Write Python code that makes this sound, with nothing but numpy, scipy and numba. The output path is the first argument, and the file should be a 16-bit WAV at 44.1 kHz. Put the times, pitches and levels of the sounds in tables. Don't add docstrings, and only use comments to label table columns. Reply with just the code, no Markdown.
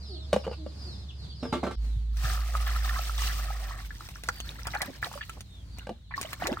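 import sys
import numpy as np
from scipy import signal
from scipy.fft import rfft, irfft, next_fast_len
from scipy.io import wavfile
from scipy.ndimage import uniform_filter1d
from numba import njit

SR = 44100
rng = np.random.default_rng(int(sys.argv[2]) if len(sys.argv) > 2 else 0)


def wrap_up_sound(samples):
    columns = np.atleast_2d(samples).T
    tamed = np.clip(columns, -1, 1)
    steps = np.round(tamed * 32767).astype(np.int16)
    wavfile.write(sys.argv[1], SR, steps)


N = 291060
TIME = np.arange(N) / SR
JUMP_S = 1.757
# (frequency [Hz], gain [dB])
SPRAY_SPECTRUM = [(1500, -6), (2600, 0.5), (5500, 0.5), (7200, -6), (8500, -3), (10000, -9.5), (14300, -4)]


def amp(db):
    return 10 ** (np.asarray(db) / 20)


def unit(x):
    return x / np.sqrt(np.mean(x ** 2))


def curves(rows):
    s, *columns = np.transpose(rows)
    return [np.interp(TIME, s, c) for c in columns]


def during(start_s, end_s, fade_s=.01):
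    rise = np.clip((TIME - start_s) / fade_s, 0, 1)
    fall = np.clip((end_s - TIME) / fade_s, 0, 1)
    return rise * fall


def colour(x, points):
    hz, db = np.transpose(points)
    size = 2 * next_fast_len(x.shape[-1])
    bin_hz = np.arange(size // 2 + 1) * SR / size
    gain_db = np.interp(np.log(bin_hz + 1), np.log(hz), db)
    cepstrum = irfft(np.log(amp(gain_db)))
    cepstrum[1:size // 2] *= 2
    cepstrum[size // 2 + 1:] = 0
    return irfft(rfft(x, size) * np.exp(rfft(cepstrum)))[..., :x.shape[-1]]


def walk(rate_hz):
    k = int(SR / rate_hz)
    steps = np.repeat(rng.standard_normal(N // k + 1), k)
    return unit(uniform_filter1d(steps, k)[:N])


def add(out, s, sound):
    i = max(int(s * SR), 0)
    out[..., i:i + sound.shape[-1]] += sound[..., :max(N - i, 0)]


def ticks(length_s):
    return np.arange(int(length_s * SR)) / SR


def place(x, lead_ms, pan_db, echo_db, t60):
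    t = ticks(0.27)
    scatter = rng.standard_normal((2, len(t))) * amp(-60 * t / t60) * (1 - np.exp(-t / 0.0018))
    scatter = colour(scatter / np.sqrt(np.sum(scatter[0] ** 2)), [(200, 0.42), (1000, 4.9), (2500, 9.2)])
    left = x * amp(pan_db / 2)
    right = np.interp(TIME - lead_ms / 1000, TIME, x) * amp(-pan_db / 2)
    echoes = signal.fftconvolve(x[None], scatter, axes=1)[:, :N]
    return np.array([left, right]) + amp(echo_db) * echoes


@njit
def ring(s, size, hz, cycles, glide):
    out = np.zeros(N)
    for k in range(len(s)):
        start = max(int(s[k] * SR), 0)
        n = int(cycles[k] * SR / hz[k])
        phase = 0.
        for i in range(min(n, N - start)):
            phase += hz[k] * (1 + glide * i / n) / SR
            envelope = (1 - np.exp(-phase * phase)) * np.exp(-5.8 * i / n)
            out[start + i] += size[k] * envelope * np.sin(2 * np.pi * phase)
    return out


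def cloud(count, low_hz, high_hz, cycles, spread_db, lead_ms, wide_ms):
    when, pitch, chance, life, across, pan = rng.random((count, 6)).T
    hz = low_hz * (high_hz / low_hz) ** pitch
    size = amp(-spread_db * np.log(chance + 0.00087)) * hz / high_hz
    lead_s = (lead_ms + wide_ms * (2 * across - 1)) / 1000
    ports = []
    for side in (1, -1):
        start_s = when * N / SR - side * lead_s / 2
        side_size = size * amp(side * 8.6 * (pan - .5))
        ports.append(ring(start_s, side_size, hz, cycles * (.5 + life), 0.17))
    return unit(np.array(ports))


def yard(points, db):
    mid = colour(rng.standard_normal(N), points)
    side = colour(colour(rng.standard_normal(N), points), [(100, -17.0), (600, -1.5), (2500, 0.0)])
    air = unit(mid + side * np.array([[1], [-1]])) * amp(db)
    rumble = signal.sosfiltfilt(signal.butter(2, 220, fs=SR, output="sos"), air)
    hiss = air - rumble
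    return rumble * amp(2.3 * walk(14)) + hiss * amp(3.83 * walk(10))


def hum(rows, waver_db):
    hz, db = curves(rows)
    phase = 2 * np.pi * np.cumsum(hz * (1 + 0.011 * walk(8.84))) / SR
    tone = np.sqrt(2) * np.sin(phase) * amp(db + waver_db * walk(11))
    return tone * amp([[-.9], [.7]])


def hens():
    # (time [s], length [s], start pitch [Hz], end pitch [Hz], level [dB])
    murmurs = [(0, 0.5, 630, 643, -59.5), (0.085, 0.1, 431, 282, -43), (0.571, 0.082, 331, 300, -40),
               (.839, 0.071, 385, 338, -50.5)]
    out = np.zeros(N)
    for s, length_s, start_hz, end_hz, db in murmurs:
        u = ticks(length_s) / length_s
        phase = 2 * np.pi * np.cumsum(start_hz + (end_hz - start_hz) * u) / SR
        voice = np.sin(phase) + amp(-15.5) * np.sin(2 * phase)
        add(out, s, amp(db) * np.sin(np.pi * u) * voice)
    return place(out, lead_ms=0, pan_db=-1.0, echo_db=-3.5, t60=0.4)


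def peep(length_s, top_hz, end_hz):
    u = ticks(length_s) / length_s
    waver = 0.0089 * np.interp(u, np.linspace(0, 1, num=12), rng.standard_normal(size=12))
    hz = (top_hz + (end_hz - top_hz) * u ** 1.7) * (1 + waver)
    phase = 2 * np.pi * np.cumsum(hz) / SR
    return np.sqrt(np.sin(np.pi * u)) * amp(-3 * u) * (np.sin(phase) + amp(-25) * np.sin(2 * phase))


def chicks():
    # (time [s], length [s], top pitch [Hz], end pitch [Hz], level [dB])
    near_peeps = [(0, .07, 4850, 3410, -50), (0.026, 0.14, 5290, 4820, -53), (0.055, 0.13, 5050, 2700, -47),
                  (0.109, 0.15, 4550, 3160, -48), (0.364, .12, 5420, 3860, -53.5),
                  (0.5, 0.039, 5050, 4560, -50), (0.562, 0.084, 5050, 3140, -65),
                  (0.676, .038, 5070, 4530, -54), (0.711, .1, 5050, 3220, -58),
                  (0.777, .09, 5300, 4040, -52), (.803, 0.16, 4980, 3330, -46),
                  (0.902, 0.09, 5280, 4600, -53), (0.965, 0.095, 5330, 4570, -56),
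                  (0.993, 0.04, 4350, 3360, -52), (1.085, 0.029, 3650, 2490, -45),
                  (1.14, .15, 4840, 4640, -58), (1.184, 0.085, 4450, 2950, -51.5),
                  (1.287, 0.052, 4680, 4280, -47), (1.298, 0.029, 3600, 2780, -50.5),
                  (1.348, 0.099, 5060, 3330, -52), (1.407, 0.14, 5380, 4390, -48.5),
                  (1.522, 0.038, 4050, 2620, -38.5), (1.776, .24, 4550, 2980, -60),
                  (4.302, 0.2, 4700, 4070, -51), (5.097, 0.22, 5000, 3670, -57),
                  (5.477, 0.16, 3700, 3120, -57.5), (5.713, 0.13, 4720, 3240, -55)]
    # (highest top pitch [Hz], level [dB])
    flock_before = (5900, -57.5)
    flock_after = (4800, -64.5)
    peeps_per_s, low_hz, mean_length_s = 19, 4030, .11
    fall_share = .36
    near = np.zeros(N)
    for s, length_s, top_hz, end_hz, db in near_peeps:
        add(near, s, amp(db) * peep(length_s, top_hz, end_hz))
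    flock = 0
    for side in (1, -1):
        far = np.zeros(N)
        for k, (when, length, pitch, size) in enumerate(rng.random(size=(130, 4))):
            s = (k + when - 1) / peeps_per_s
            high_hz, _ = flock_before if s < JUMP_S else flock_after
            top_hz = low_hz * (high_hz / low_hz) ** pitch
            call = peep(mean_length_s * (.5 + length), top_hz, top_hz * (1 - fall_share))
            add(far, s, amp(-10 * size) * call)
        flock = flock + place(far, lead_ms=.3 * side, pan_db=3 * side, echo_db=-5, t60=.22)
    near = place(near, lead_ms=-.38, pan_db=-1, echo_db=-10, t60=.2)
    flock_db = np.where(TIME < JUMP_S, flock_before[1], flock_after[1])
    return near + amp(flock_db) * unit(flock)


def blow(modes, bright_hz, crack_db, crack_t60):
    t = ticks(.3)
    body = 0
    for hz, db, t60 in modes:
        envelope = amp(db + 4.2 * rng.standard_normal() - 60 * t / t60)
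        mode_hz = hz * (1 + 0.014 * rng.standard_normal())
        body = body + envelope * np.sin(2 * np.pi * (mode_hz * t + rng.random()))
    crunch = colour(rng.standard_normal(len(t)), [(100, -1.5), (520, 16.5), (1400, 4.5), (12000, -1.5)])
    crack = amp(crack_db - 60 * t / crack_t60) * crunch
    struck = (body + crack) * np.tanh(t / 0.0014)
    hit = signal.sosfilt(signal.butter(1, min(bright_hz, SR / 3), fs=SR, output="sos"), struck)
    return hit / np.abs(hit).max()


def carrots():
    # (time [s], peak before echoes [dB], low-pass corner [Hz])
    knocks = [(.329, -9, 3000), (.339, -17.5, 1490), (0.361, -13.5, 900), (.466, -23.5, 497),
              (.476, -22, 500), (.495, -33.5, 500), (.513, -26, 500), (0.663, -28.5, 298),
              (5.869, -28.5, 2000), (5.892, -23, 1500)]
    # (nominal frequency [Hz], mean level [dB], t60 [s])
    basket_modes = [(200, -7.5, 0.062), (508, 2, 0.045), (585, 5.5, 0.029), (804, -6, 0.037),
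                    (1180, -16, 0.062), (1600, -10, 0.023), (2900, -8, 0.038)]
    # (time [s], length [s], level [dB])
    scrapes = [(0.43, .039, -42.5), (0.515, 0.039, -45.5)]
    # (frequency [Hz], gain [dB])
    scrape_spectrum = [(300, -2), (1200, 4.5), (2100, -10), (2800, 4), (3500, -13), (12000, -27)]
    # (time [s], peak before placing [dB], low-pass corner [Hz], favoured ring [Hz])
    thuds = [(1.428, -23, 1380, 895), (1.452, -26, 900, 710), (1.526, -17, 2400, 882),
             (1.538, -21.5, 2020, 1156), (1.551, -23, 2000, 356), (1.564, -30.5, 2300, 356),
             (1.630, -20.5, 900, 726), (1.635, -18, 890, 494), (1.647, -24, 1490, 250),
             (1.666, -21, 800, 1320), (1.709, -29.5, 3400, 2052)]
    # (nominal frequency [Hz], mean level before the strike boost [dB], t60 [s])
    basin_modes = [(185, -6, 0.16), (253, 3.5, 0.14), (351, 0.5, 0.14), (454, -9.5, 0.31), (596, -4, .12),
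                   (737, -5, 0.11), (885, -0.5, 0.039), (1156, -1, 0.057), (1350, -10.5, 0.16),
                   (1560, -8, 0.12), (2100, -15, 0.14), (2790, -12.5, .08)]
    boost_db, boost_octaves = 9, 0.23
    basket, basin = np.zeros(N), np.zeros(N)
    for s, db, bright_hz in knocks:
        add(basket, s, amp(db) * blow(basket_modes, bright_hz, crack_db=-1.0, crack_t60=0.031))
    for s, length_s, db in scrapes:
        swell = np.hanning(len(ticks(length_s)))
        rub = unit(colour(rng.laplace(size=len(swell)), scrape_spectrum))
        add(basket, s, amp(db) * swell * rub)
    for s, db, bright_hz, ring_hz in thuds:
        modes = []
        for hz, mode_db, t60 in basin_modes:
            nearness = np.exp(-(np.log2(hz / ring_hz) / boost_octaves) ** 2)
            modes.append((hz, mode_db + boost_db * nearness, t60))
        add(basin, s, amp(db) * blow(modes, bright_hz, crack_db=3.5, crack_t60=0.11))
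    basket = place(basket, lead_ms=0.019, pan_db=0.0, echo_db=-15.5, t60=0.2)
    basin = place(basin, lead_ms=-0.026, pan_db=-2.0, echo_db=-14, t60=0.23)
    return basket + basin * during(-1, JUMP_S, fade_s=0.0025)


def bumps():
    # (time [s], level [dB], pitch [Hz])
    thumps = [(1.96, -11, 102), (2.239, -10.5, 112)]
    s, db, hz = np.array(thumps, float).T.copy()
    return ring(s, amp(db), hz, np.full(len(s), 4.5), 0.)


def splats():
    # (time [s], peak before placing [dB], reference brightness [Hz])
    slaps = [(2.17, -28.5, 6200), (4.088, -27, 8140), (4.236, -25.5, 9000), (4.287, -17, 4820),
             (4.402, -18, 9100), (4.670, -19.5, 7900), (4.748, -23, 5900), (4.818, -11.5, 15000),
             (5.129, -25.5, 9000), (5.295, -25.5, 5000), (5.407, -28.5, 8040), (5.785, -28, 2500),
             (6.213, -17.5, 13900), (6.229, -22.5, 5000), (6.331, -18, 5000), (6.470, -13, 4300)]
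    # (multiple of the reference brightness [1], gain [dB])
    slap_spectrum = [(.06, -4), (.3, -1), (1, -5.5), (2.5, -14.5)]
    swell_s = 0.00057
    out, t = np.zeros(N), ticks(0.048)
    for s, db, bright_hz in slaps:
        noise = rng.laplace(size=len(t)) * t * np.exp(-t / swell_s)
        burst = colour(noise, [(bright_hz * k, gain_db) for k, gain_db in slap_spectrum])
        add(out, s, burst * amp(db) / np.abs(burst).max())
    return place(out, lead_ms=0.13, pan_db=-0.5, echo_db=-10.5, t60=0.039)


def plops():
    # (time [s], level [dB], starting pitch [Hz], life [cycles])
    pockets = [(2.551, -17, 1236, 41), (2.762, -23, 1310, 26), (2.992, -24.5, 704, 13.4),
               (3.095, -21.5, 1300, 22), (3.503, -28.5, 770, 24), (3.708, -27, 1070, 22),
               (3.906, -26, 1650, 19), (4.007, -26, 1255, 15.5), (4.158, -26, 1450, 11.3),
               (4.2885, -7.5, 1420, 13), (4.751, -9, 1460, 7.7), (4.752, -23, 715, 13),
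               (4.817, -12, 1850, 8.3), (5.028, -6.5, 1650, 7.5), (5.04, -19, 1270, 15),
               (5.114, -19, 940, 5.3), (5.139, -22, 1160, 8), (5.154, -34.5, 570, 40),
               (5.176, -21, 1158, 8.4), (5.210, -24.5, 1746, 29), (5.294, -31.5, 1320, 51),
               (6.139, -22.5, 1841, 60), (6.178, -22, 1083, 53), (6.247, -30, 637, 24),
               (6.421, -16.5, 716, 14.3), (6.514, -14, 241, 7.3), (6.571, -19, 1260, 18)]
    # (time [s], span of onsets [s], middle pitch [Hz], peak before placing [dB])
    gurgles = [(2.535, .02, 934, -31.5), (2.663, 0.037, 2280, -28.5), (3.179, 0.14, 1920, -26),
               (4.279, 0.016, 775, -33), (4.647, .04, 1260, -29), (4.736, 0.029, 1320, -25),
               (4.802, .03, 1150, -22.5), (4.877, 0.0206, 384, -33), (5.045, 0.028, 1140, -33.5),
               (5.196, 0.041, 2200, -32), (5.364, 0.014, 635, -42), (5.893, 0.023, 377, -29),
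               (6.108, .015, 1620, -34), (6.45, .02, 1305, -23), (6.466, .06, 560, -24)]
    s, db, hz, cycles = np.array(pockets, float).T.copy()
    out = ring(s, amp(db), hz, cycles, 0.04)
    for start_s, length_s, middle_hz, peak_db in gurgles:
        when, pitch, size, life = rng.random(size=(24, 4)).T
        pitch_hz = middle_hz * 1.9 ** (2 * pitch - 1)
        swarm = ring(start_s + length_s * when, amp(-14 * size), pitch_hz, 6 + 14 * life, 0.22)
        out += swarm * amp(peak_db) / np.abs(swarm).max()
    return place(out, lead_ms=0.1, pan_db=-1.0, echo_db=-10.0, t60=0.054)


def wash():
    noise = rng.standard_normal(N) + rng.standard_normal((2, N))
    return unit(colour(noise, [(300, -1.0), (6000, -8.5), (14000, -31.0)]))


def mist():
    return rng.standard_normal((2, N))


def stroke(s, length_s, release_db_per_s):
    rise = np.clip((TIME - s) / 0.013, 0, 1)
    return rise * amp(-release_db_per_s * np.maximum(TIME - s - length_s, 0))


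def stir():
    # (time [s], length [s], slosh level before lapping [dB], drop level before lapping [dB])
    strokes = [(3.765, 0.42, -57.5, -53.5), (4.23, 0.18, -52.5, -53), (4.441, 0.066, -45.5, -49),
               (4.582, 0.3, -46, -50), (5.014, 0.16, -49, -47), (5.28, .05, -60, -60.5),
               (5.76, 0.05, -53, -64), (6.152, 0.22, -48.5, -51), (6.393, .28, -41, -53.5)]
    # (frequency [Hz], gain [dB])
    slosh_spectrum = [(70, -8), (170, 2.5), (300, -3), (480, -10), (1200, -3), (1850, -1), (2600, -8),
                      (4500, -12.5)]
    settle_db_per_s, drip_db_per_s = 134, 94
    push = sum(amp(db) * stroke(s, length_s, settle_db_per_s) for s, length_s, db, _ in strokes)
    drip = sum(amp(db) * stroke(s, length_s, drip_db_per_s) for s, length_s, _, db in strokes)
    lap = walk(40)
    bubbles = cloud(count=3000, low_hz=264.0, high_hz=5220, cycles=39,
                    spread_db=3.0, lead_ms=.12, wide_ms=0.12)
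    slosh = unit(colour(bubbles + amp(-5.5) * wash(), slosh_spectrum))
    droplets = cloud(count=14000, low_hz=2560, high_hz=14600, cycles=14,
                     spread_db=4.5, lead_ms=.11, wide_ms=0.045)
    drops = unit(colour(droplets + amp(0.5) * mist(), SPRAY_SPECTRUM))
    return slosh * push * amp(3.7 * lap) + drops * drip * amp(3.3 * lap)


def pour():
    # (time [s], body level before surges [dB], spray level before surges [dB])
    flow = [(2.1, -73.5, -69), (2.216, -48.5, -43), (2.254, -36, -37.5), (2.464, -45.5, -46.5),
            (2.664, -40, -42), (3.152, -44.5, -40), (3.23, -43.5, -35.5), (3.562, -44, -47),
            (3.702, -42, -44.5), (3.85, -49, -59)]
    # (frequency [Hz], gain [dB])
    body_spectrum = [(200, -6), (450, -10), (760, 5.5), (920, -11), (1270, 5.5), (1520, -5.5), (1820, 1),
                     (3200, -12.5)]
    body_db, spray_db = curves(flow)
    surge = walk(55)
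    patter = cloud(count=9000, low_hz=255.0, high_hz=3430, cycles=26.3,
                   spread_db=0.0, lead_ms=0.041, wide_ms=0.056)
    bubbling = cloud(count=1800, low_hz=910, high_hz=2002, cycles=31.6,
                     spread_db=2.0, lead_ms=0.1, wide_ms=0.08)
    body = unit(colour(patter + bubbling * amp(3.2 * walk(16)), body_spectrum))
    droplets = cloud(count=40000, low_hz=1950, high_hz=14800, cycles=35,
                     spread_db=4, lead_ms=0.099, wide_ms=0.25)
    spray = unit(colour(droplets + amp(1.5) * mist(), SPRAY_SPECTRUM))
    stream = body * amp(body_db + 0.97 * surge) + spray * amp(spray_db + 2.0 * surge)
    return stream * during(2.08, 3.85, fade_s=0.047)


def scene():
    # (time [s], mean pitch [Hz], level before wavering [dB])
    hum_before = [(.5, 69.7, -39.5), (1.7, 67.8, -42.5)]
    hum_after = [(1.8, 54.5, -28.5), (2.8, 55.36, -27.5), (3.25, 53.46, -29), (3.7, 50.46, -35.5),
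                 (4.05, 48.8, -49), (4.3, 55.6, -45.5), (6.6, 58.06, -53.5)]
    # (frequency [Hz], gain [dB])
    yard_before = [(35, -19), (70, 9.5), (120, 6.5), (400, -14), (800, -20), (2200, -28.5), (6000, -29.5),
                   (15000, -46.5)]
    yard_after = [(26, -17), (62, 8), (110, 3), (200, -8.5), (400, -24), (1100, -31.5), (6000, -36.5),
                  (15000, -46.5)]
    before = hum(hum_before, waver_db=0.0) + yard(yard_before, db=-46.5)
    water = bumps() + pour() + stir() + plops() + splats()
    after = water + hum(hum_after, waver_db=1.3) + yard(yard_after, db=-47)
    before = before * during(-1, JUMP_S, fade_s=0.0021)
    after = after * during(JUMP_S, 7, fade_s=0.027)
    return before + after + carrots() + chicks() + hens()


def record(dry):
    # (frequency [Hz], gain [dB])
    side_gain = [(10000, 0.5), (13000, 0.5)]
    # (frequency [Hz], gain [dB])
    port_notch = [(10400, 0), (11000, -16), (11600, -11.5), (12300, -1)]
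    mid = dry.mean(axis=0)
    ports = colour(mid + colour(dry - mid, side_gain), port_notch)
    return signal.sosfilt(signal.ellip(8, .2, 70, 16000, fs=SR, output="sos"), ports)


dry = scene()
out = record(dry)
wrap_up_sound(out)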